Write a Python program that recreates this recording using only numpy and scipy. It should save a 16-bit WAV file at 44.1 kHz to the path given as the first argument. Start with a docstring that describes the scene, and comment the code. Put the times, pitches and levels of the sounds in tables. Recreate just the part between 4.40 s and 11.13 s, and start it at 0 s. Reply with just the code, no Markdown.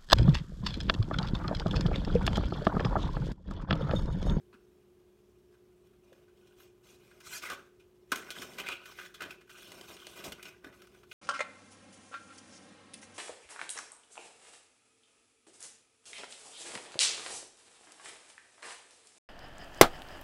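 """An appliance hums in a small kitchen; then, close to the one microphone, cloth gives way with a soft bump.
A dry, dye-stiffened scarf is being pulled off its pole and shaken open over a foil tray.
Threads rub with a fine hiss, folds crumple and brush the tray, and the loose cloth flaps.
From about two seconds the taut weave swishes through the fingers; from three, stiff creases snap.
The counter and the walls add a short tail."""
import sys
import numpy as np
from scipy import signal
from scipy.fft import rfft, irfft
from scipy.io import wavfile
from scipy.ndimage import uniform_filter1d

SR = 44100
rng = np.random.default_rng(int(sys.argv[2]) if len(sys.argv) > 2 else 0)


def waveform_to_disk(signal):
    """Save audio, clipped to [-1, 1], as 16-bit WAV at the path in sys.argv[1]."""
    frames = np.transpose(np.atleast_2d(signal))
    scaled = np.clip(frames, -1, 1) * 32767
    samples = np.round(scaled).astype(np.int16)
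    wavfile.write(sys.argv[1], SR, samples)


N = 296793
TIME = np.arange(N) / SR

# The appliance in the background. Each row: frequency in Hz, rms level in dB.
HUM_PARTIALS = [(60, -81), (120, -80.5), (200, -77.5), (360.5, -65.5), (420, -78), (840, -101)]
# Folds giving way or slapping the tray. Each row: start in seconds, level in dB, hiss against
# that level in dB, ring in Hz, seconds to fall 60 dB.
FOLD_EVENTS = [(0.127, -54, -28, 1150, .06), (0.138, -53.5, -21, 1400, 0.086),
               (1.141, -65, -12, 1460, 0.073), (1.531, -67, -12, 1510, 0.075),
               (1.727, -52, -7, 1710, 0.032), (1.878, -65.5, -11, 1420, 0.15),
               (2.07, -65.5, 3, 3000, 0.067), (2.202, -52, -18, 1430, 0.031),
               (2.711, -54, -13, 1680, 0.052), (2.802, -53.5, 1, 1550, 0.078),
               (3.021, -47.5, 0, 2230, 0.38), (3.098, -32.5, -12, 1340, 0.064),
               (3.116, -36, -30, 1210, 0.068), (3.396, -63.5, -6, 2600, 0.14),
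               (3.718, -24.5, -3.5, 1340, 0.049), (3.727, -30, -12, 1050, 0.063),
               (3.758, -32.5, 2.5, 1240, 0.023), (3.905, -40.5, -0.5, 3230, 0.093),
               (4.017, -41, -0.5, 1370, 0.095), (4.183, -34, -10, 2300, 0.048),
               (4.197, -37, -6, 1420, 0.063), (4.268, -35, -25, 2370, .033), (4.286, -37, -27, 1230, 0.14),
               (4.318, -36, -25, 2480, .1), (4.455, -46, -3.5, 1630, 0.075),
               (4.586, -38.5, -24, 1460, 0.081), (4.741, -46, -4.5, 3280, 0.11),
               (4.805, -34.5, -17, 1470, 0.071), (4.818, -37, -6.5, 1480, 0.08),
               (4.859, -41.5, -17, 1430, 0.041), (4.906, -41, -7, 2560, 0.057),
               (5.008, -55.5, -8, 1690, 0.089), (5.094, -50, -5, 1480, 0.095),
               (5.797, -48.5, -10, 1470, 0.17), (5.839, -54, 12, 3000, 0.12),
               (5.92, -35.5, -2, 2750, 0.044), (6.027, -45, 6.5, 2730, 0.033),
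               (6.053, -42.5, -23, 2700, 0.084), (6.244, -37.5, -34, 1430, 0.033),
               (6.324, -53.5, -25, 1260, 0.11), (6.418, -45, -5.5, 1440, 0.028),
               (6.47, -50.5, -4, 1370, 0.031), (6.546, -52, -11, 1410, 0.032),
               (6.631, -52.5, -11, 1310, 0.065), (6.713, -42.5, -13, 2580, 0.075)]
# Fixed resonances, strongest near 1.45 kHz, that colour the crumpling folds.
# Each row: frequency in Hz, width in Hz, relative level in dB.
BODY_MODES = [(1013, 51, 3.5), (1240, 86, 3.5), (1464, 37, 23.5), (1466, 33, 5), (1930, 280, -11.5),
              (2500, 18, -28), (2770, 44, -25), (3450, 570, -3)]
# Hands meeting bunched cloth. Each row: start in seconds, level in dB, pitch in Hz.
HAND_BUMPS = [(0.142, -42.5, 230), (1.722, -34, 510), (3.721, -25.5, 270), (3.994, -33.5, 263),
              (4.859, -26.5, 370), (5.866, -40.5, 283), (5.872, -45.5, 68), (5.876, -39.5, 170),
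              (6.244, -36.5, 333), (6.265, -34.5, 284)]
# Hands stroking the cloth. Each row: start and length in seconds, levels of rubbing, crumpling
# and flapping in dB, pitch of the buckling folds in Hz.
HAND_STROKES = [(1.122, 0.023, -78, -77, -76, 1610), (1.455, 0.016, -76, -80, -86, 2800),
                (1.645, 0.19, -78.5, -77, -71, 2620), (1.976, 0.16, -77, -76, -75, 3100),
                (2.182, 0.077, -68.5, -73, -68.5, 2960), (2.455, 0.088, -66.5, -70.5, -67.5, 2560),
                (2.605, 0.24, -71, -73, -71, 2160), (2.867, 0.17, -58.5, -57.5, -66, 2370),
                (3.04, 0.037, -54, -43.5, -68, 2350), (3.114, 0.014, -51.5, -48, -50, 1220),
                (3.756, 0.034, -50.5, -51, -53.5, 1800), (3.826, 0.067, -61.5, -58, -58, 2150),
                (3.962, 0.088, -53.5, -51, -54.5, 3370), (4.064, 0.14, -58.5, -61.5, -56.5, 1850),
                (4.196, 0.0087, -49.5, -44.5, -48.5, 2220), (4.266, 0.069, -57.5, -41, -57.5, 2410),
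                (4.464, 0.061, -59, -58, -87, 2500), (4.581, 0.078, -56, -51.5, -64.5, 1850),
                (4.824, 0.037, -63.5, -50, -51.5, 1540), (4.887, 0.043, -64, -58.5, -60.5, 2000),
                (5.11, 0.066, -62.5, -57.5, -79, 2760), (5.184, .11, -58, -57.5, -66, 3170),
                (5.28, 0.17, -59.5, -62, -58, 2430), (5.492, 0.042, -55, -57.5, -55.5, 2850),
                (5.586, 0.089, -62, -53.5, -66.5, 3130), (5.669, .07, -58, -65, -60.5, 2600),
                (5.777, 0.02, -52, -52, -53, 2940), (5.86, 0.0069, -47.5, -55, -45, 2300),
                (5.98, 0.041, -68, -55, -66, 2440), (6.057, 0.026, -56, -54.5, -58.5, 2420),
                (6.256, 0.022, -68, -58.5, -57, 1650), (6.336, .11, -69, -69, -68.5, 2400),
                (6.492, 0.12, -72.5, -78, -70.5, 2090), (6.725, .03, -58, -68, -79, 2960)]
# The scarf running through the fingers. Each row: start and length in seconds, level in dB,
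# lift of the silky top in dB.
TAUT_PULLS = [(2.205, .03, -66, 27), (2.474, 0.094, -70, 6), (2.87, 0.0048, -49.5, 1),
              (2.931, 0.05, -42.5, 4)]
# Stiff creases snapping. Each row: start in seconds, strength in dB, ring in Hz.
CREASE_SNAPS = [(3.058, -23, 2280), (3.101, -17.5, 2240), (3.9049, -15.5, 3150), (4.136, -31, 2960),
                (4.1858, -21, 2280), (4.2872, -14, 2540), (5.3188, -21.5, 1830), (5.412, -23, 3040),
                (5.4465, -40, 2950), (5.5674, -29, 3400), (5.669, -19.5, 3160), (6.246, -34, 3100)]
# The tone of each source and of the walls. Each row: frequency in Hz, relative level in dB.
ROOM_TONE_SPECTRUM = [(28, -21.5), (42, 4), (200, 0), (300, -3.5), (395, 9), (470, -7), (630, -12),
                      (800, -15.5), (1500, -20.5), (3000, -21.5), (5000, -27.5), (9000, -28),
                      (15500, -29.5)]
CRUMPLE_SPECTRUM = [(80, -21), (300, -24), (620, -3.5), (850, -15.5), (1400, 4), (1780, -10), (2500, 4.5),
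                    (3750, -5.5), (4700, -10), (8000, -32.5), (16000, -65)]
THUMP_SPECTRUM = [(60, -67), (130, -14), (200, -12.5), (300, 1), (380, 11), (500, -1.5), (700, -10),
                  (1200, -15), (3000, -30)]
THREAD_SPECTRUM = [(600, -22.5), (1400, -1.5), (3000, 7), (4700, 0.5), (5400, 3.5), (6600, 1), (7400, -2.5),
                   (8600, 0.5), (10400, -6.5), (11400, -3.5), (13000, -5), (15800, -8)]
FLAP_SPECTRUM = [(35, -46), (60, -4), (120, -11), (155, -4.5), (205, -2), (290, -5.5), (380, 4.5),
                 (500, -3), (610, -2.5), (760, -8.5), (1200, -8), (3000, -39)]
TAUT_SPECTRUM = [(700, -11), (1150, -5.5), (1450, 6), (1850, -5), (2500, 1), (4500, -2), (5300, -2),
                 (7000, 1.5), (8500, -1.5), (10400, -12), (11300, -3.5), (12700, -16), (15800, -18)]
CREASE_SPECTRUM = [(100, -48), (400, 11), (1300, -6.5), (3200, 1), (5000, -6), (9000, -7), (16000, -22)]
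WALL_SPECTRUM = [(200, 0), (2500, -4), (6000, -4), (16000, -18)]


def undb(db):
    """Decibels to gain."""
    return 10 ** (np.asarray(db) / 20)


def unit(response):
    """Scales a response so that white noise keeps its power."""
    return response / np.sqrt(np.sum(response ** 2))


def through(x, response):
    """Plays x through an impulse response."""
    return signal.fftconvolve(x, response)[:len(x)]


def colour(points, size=4096):
    """Minimum-phase response shaped by (Hz, dB) points, at unit power."""
    hz, db = np.transpose(points)
    gain_db = np.interp(np.log(np.arange(size // 2 + 1) * SR / size + 1), np.log(hz), db)
    cepstrum = irfft(np.log(undb(gain_db)))
    cepstrum[1:size // 2] *= 2
    cepstrum[size // 2 + 1:] = 0
    return unit(irfft(np.exp(rfft(cepstrum))))


def ring(hz, width_hz, size=4096):
    """Response of one resonance, equally high at its centre for any width."""
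    t = TIME[:size]
    return width_hz * np.heaviside(t, .5) * np.exp(-np.pi * width_hz * t) * np.cos(2 * np.pi * hz * t)


def fade(t, t60):
    """Decay that falls 60 dB in t60 seconds."""
    return np.exp(-np.log(1000) * t / max(t60, .002))


def wander(rate_hz):
    """Smooth random drift with a spread near 1."""
    hold = int(SR / rate_hz)
    steps = np.clip(rng.standard_normal(4096)[:N // hold + 1], -2, 2)
    return 1.34 * uniform_filter1d(np.repeat(steps, hold), hold)[:N]


def slips(per_second, spread_db):
    """Tiny stick-slip clicks of uneven strength at random moments; rms 1."""
    strength = undb(spread_db * np.minimum(rng.exponential(size=N), np.pi))
    clicks = (rng.random(N) < per_second / SR) * strength * rng.choice([-1, 1], N)
    return clicks / clicks.std()


def kitchen(air_db=-67):
    """Room tone: steady air noise and the slightly wavering hum of an appliance."""
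    air = through(rng.standard_normal(N), colour(ROOM_TONE_SPECTRUM)) * undb(air_db + 0.12 * wander(2.8))
    hum = np.zeros(N)
    for hz, db in HUM_PARTIALS:
        amplitude = np.sqrt(2) * undb(db + 0.26 * wander(2.6))
        hum += amplitude * np.sin(2 * np.pi * hz * TIME + 0.17 * wander(5.3))
    return air + hum


def fold_body(body_db=1):
    """Response of a fold: a broad crunch coloured by fixed resonances, strongest near 1.45 kHz."""
    modes = unit(sum(undb(db) * ring(hz, width) for hz, width, db in BODY_MODES))
    return unit(colour(CRUMPLE_SPECTRUM) + undb(body_db) * modes)


def folds(width_hz=300, ring_db=0.5, thump_db=-13, size=6000):
    """Each fold lets go in a dying run of slips that rings at its own pitch, with a thump and a hiss."""
    out, t = np.zeros(N + size), TIME[:size]
    body, thump_tone, thread_tone = fold_body(), colour(THUMP_SPECTRUM), colour(THREAD_SPECTRUM)
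    for start_s, db, hiss_db, hz, t60 in FOLD_EVENTS:
        rise_s = 0.00091 * 2 ** ((-28.5 - db) / 19.5)  # weak folds give way more softly
        runs = rng.standard_normal((3, size)) * (1 - np.exp(-t / rise_s)) * fade(t, t60)
        crunch = through(runs[0], unit(body + undb(ring_db) * unit(ring(hz, width_hz))))
        thump = undb(thump_db) * through(runs[1], thump_tone)
        hiss = undb(hiss_db) * through(runs[2], thread_tone)
        start = int(start_s * SR)
        out[start:start + size] += undb(db) * (crunch + thump + hiss)
    return out[:N]


def bumps(cycles=8, rise_s=0.0033, size=6000):
    """Hands meet bunched cloth: the padded contact swings for a few cycles, soft and hollow."""
    out, t = np.zeros(N + size), TIME[:size]
    for start_s, db, hz in HAND_BUMPS:
        envelope = (1 - np.exp(-t / rise_s)) * fade(t, cycles / hz)
        start = int(start_s * SR)
        out[start:start + size] += undb(db) * envelope * np.sin(2 * np.pi * hz * t)
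    return out[:N]


def swell(start, length, rise_s, fall_s):
    """One movement of the hand: it swells, holds and dies away, by 20 dB in rise_s and in fall_s."""
    before, after = np.maximum(start - TIME, 0), np.maximum(TIME - start - length, 0)
    return 10 ** -(before / rise_s + after / fall_s).clip(0, 10)


def stroke_gain(voice, fall_s, rest_db, settle_db, rise_s=0.049, settle_s=0.17):
    """Gain of one voice of the cloth: the strongest stroke leads, and each leaves the cloth settling."""
    gain = np.full(N, undb(rest_db))
    for start, length, *levels_db, _ in HAND_STROKES:
        push = swell(start, length, rise_s, fall_s)
        settling = undb(settle_db) * swell(start, length, rise_s, settle_s)
        gain = np.maximum(gain, undb(levels_db[voice]) * np.maximum(push, settling))
    return gain


def flexing(x, narrow_db, broad_db, size=512):
    """As the cloth changes shape, narrow and broad bands wax and wane within hundredths of a second."""
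    cells = signal.stft(x, nperseg=size)[2]
    drift = uniform_filter1d(rng.standard_normal((2,) + cells.shape), size=5, axis=2)
    narrow = uniform_filter1d(drift[0], size=3, axis=0)
    broad = uniform_filter1d(drift[1], size=17, axis=0)
    gain = undb(narrow_db * narrow / narrow.std() + broad_db * broad / broad.std())
    return signal.istft(cells * gain / np.sqrt(np.mean(gain ** 2)), nperseg=size)[1][:N]


def crinkles(pitch_hz, octaves=0.13, width_hz=150, spread_db=4.5, count=2600, size=384):
    """Small facets of the stiff cloth pop over, each ringing briefly near its fold's pitch; rms 1."""
    when, strength, detune = rng.random((count, 3)).T
    start, t = (when * N).astype(int), TIME[:size]
    hz = pitch_hz[start] * 2 ** (octaves * np.log(detune / (1 - detune)) / 2).clip(-1, 1)
    gain = undb(spread_db * np.minimum(-np.log(strength), np.pi))
    pops = gain[:, None] * np.exp(-np.pi * width_hz * t) * np.cos(2 * np.pi * hz[:, None] * t)
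    out = np.bincount((start[:, None] + np.arange(size)).ravel(), pops.ravel(), N)[:N]
    return out / out.std()


def rustle(crinkle_db=-3, wander_octaves=0.054):
    """Under the hands, threads slip densely, folds buckle more coarsely and loose cloth pushes air."""
    rubbing = stroke_gain(voice=0, fall_s=0.062, rest_db=-84, settle_db=-10)
    crumpling = stroke_gain(voice=1, fall_s=0.047, rest_db=-90.5, settle_db=-7)
    flapping = stroke_gain(voice=2, fall_s=0.092, rest_db=-77.5, settle_db=-6.5)
    start, length, *_, fold_hz = np.transpose(HAND_STROKES)
    pitch_hz = np.interp(TIME, start + length / 2, fold_hz) * 2 ** (wander_octaves * wander(18))
    grip = wander(130)  # the fingers catch unevenly
    buckles = slips(per_second=2600, spread_db=5.0)
    threads = unit(np.array([1, .6])) @ np.array([slips(per_second=8000, spread_db=-0.5), buckles])
    rubbed = through(threads * rubbing * undb(1.16 * grip), colour(THREAD_SPECTRUM))
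    hiss = flexing(rubbed, narrow_db=3.0, broad_db=1.4)
    effort = crumpling * undb(2.3 * grip)
    crunch = flexing(through(buckles * effort, fold_body()), narrow_db=-1.0, broad_db=6.0)
    crumple = unit(np.array([1, undb(crinkle_db)])) @ np.array([crunch, effort * crinkles(pitch_hz)])
    flap = through(slips(per_second=3000, spread_db=1.5) * flapping, colour(FLAP_SPECTRUM))
    return hiss + crumple + flap


def pulls(silk_onset_hz=(7050, 13900)):
    """Drawn fast and taut, the weave slips so densely that it merges into a silky swish."""
    out = np.zeros(N)
    weave = slips(per_second=14000, spread_db=1.4)
    for start, length, db, silk_db in TAUT_PULLS:
        tone = [(hz, level + np.interp(hz, silk_onset_hz, [0, silk_db])) for hz, level in TAUT_SPECTRUM]
        envelope = undb(db) * swell(start, length, rise_s=0.044, fall_s=0.023)
        out += through(weave * envelope, colour(tone))
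    return flexing(out, narrow_db=6.0, broad_db=2.0)


def snaps(shiver_db=-13, width_hz=700, ring_db=-3, size=1024):
    """A stiff crease flips over in one dry tick, and the cloth around it shivers briefly."""
    out, t = np.zeros(N + size), TIME[:size]
    crack = colour(CREASE_SPECTRUM)
    envelope = fade(t, t60=.007) + undb(shiver_db) * fade(t, t60=0.058)
    for start_s, db, hz in CREASE_SNAPS:
        tone = unit(crack + undb(ring_db) * unit(ring(hz, width_hz)))
        tick = unit(rng.standard_normal(size) * envelope)
        start = int(start_s * SR)
        out[start:start + size] += undb(db) * through(tick, tone)
    return out[:N]


def room(direct, counter_db=-9, counter_t60=0.0092, walls_db=-15, walls_t60=0.4, size=20000):
    """The microphone gets the direct sound, quick reflections off the counter, then the duller walls."""
    t = TIME[:size]
    counter = unit(rng.standard_normal(size) * fade(t, counter_t60) * (t > .002))
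    tail = rng.standard_normal(size) * fade(t, walls_t60) * (t > .008)
    walls = unit(through(tail, colour(WALL_SPECTRUM)))
    return direct + undb(counter_db) * through(direct, counter) + undb(walls_db) * through(direct, walls)


def scene():
    """The scarf close up and the kitchen's hum behind it, in mono."""
    cloth = rustle() + pulls() + folds() + snaps() + bumps()
    return (room(cloth) + kitchen())[None]


def record(dry):
    """Behind the microphone, a low cut at 38 Hz and a steep top cut at 15.8 kHz."""
    thinned = signal.sosfilt(signal.butter(4, 38, "high", fs=SR, output="sos"), dry)
    return signal.sosfilt(signal.ellip(10, .2, 80, 15800, fs=SR, output="sos"), thinned)


dry = scene()
out = record(dry)
waveform_to_disk(out)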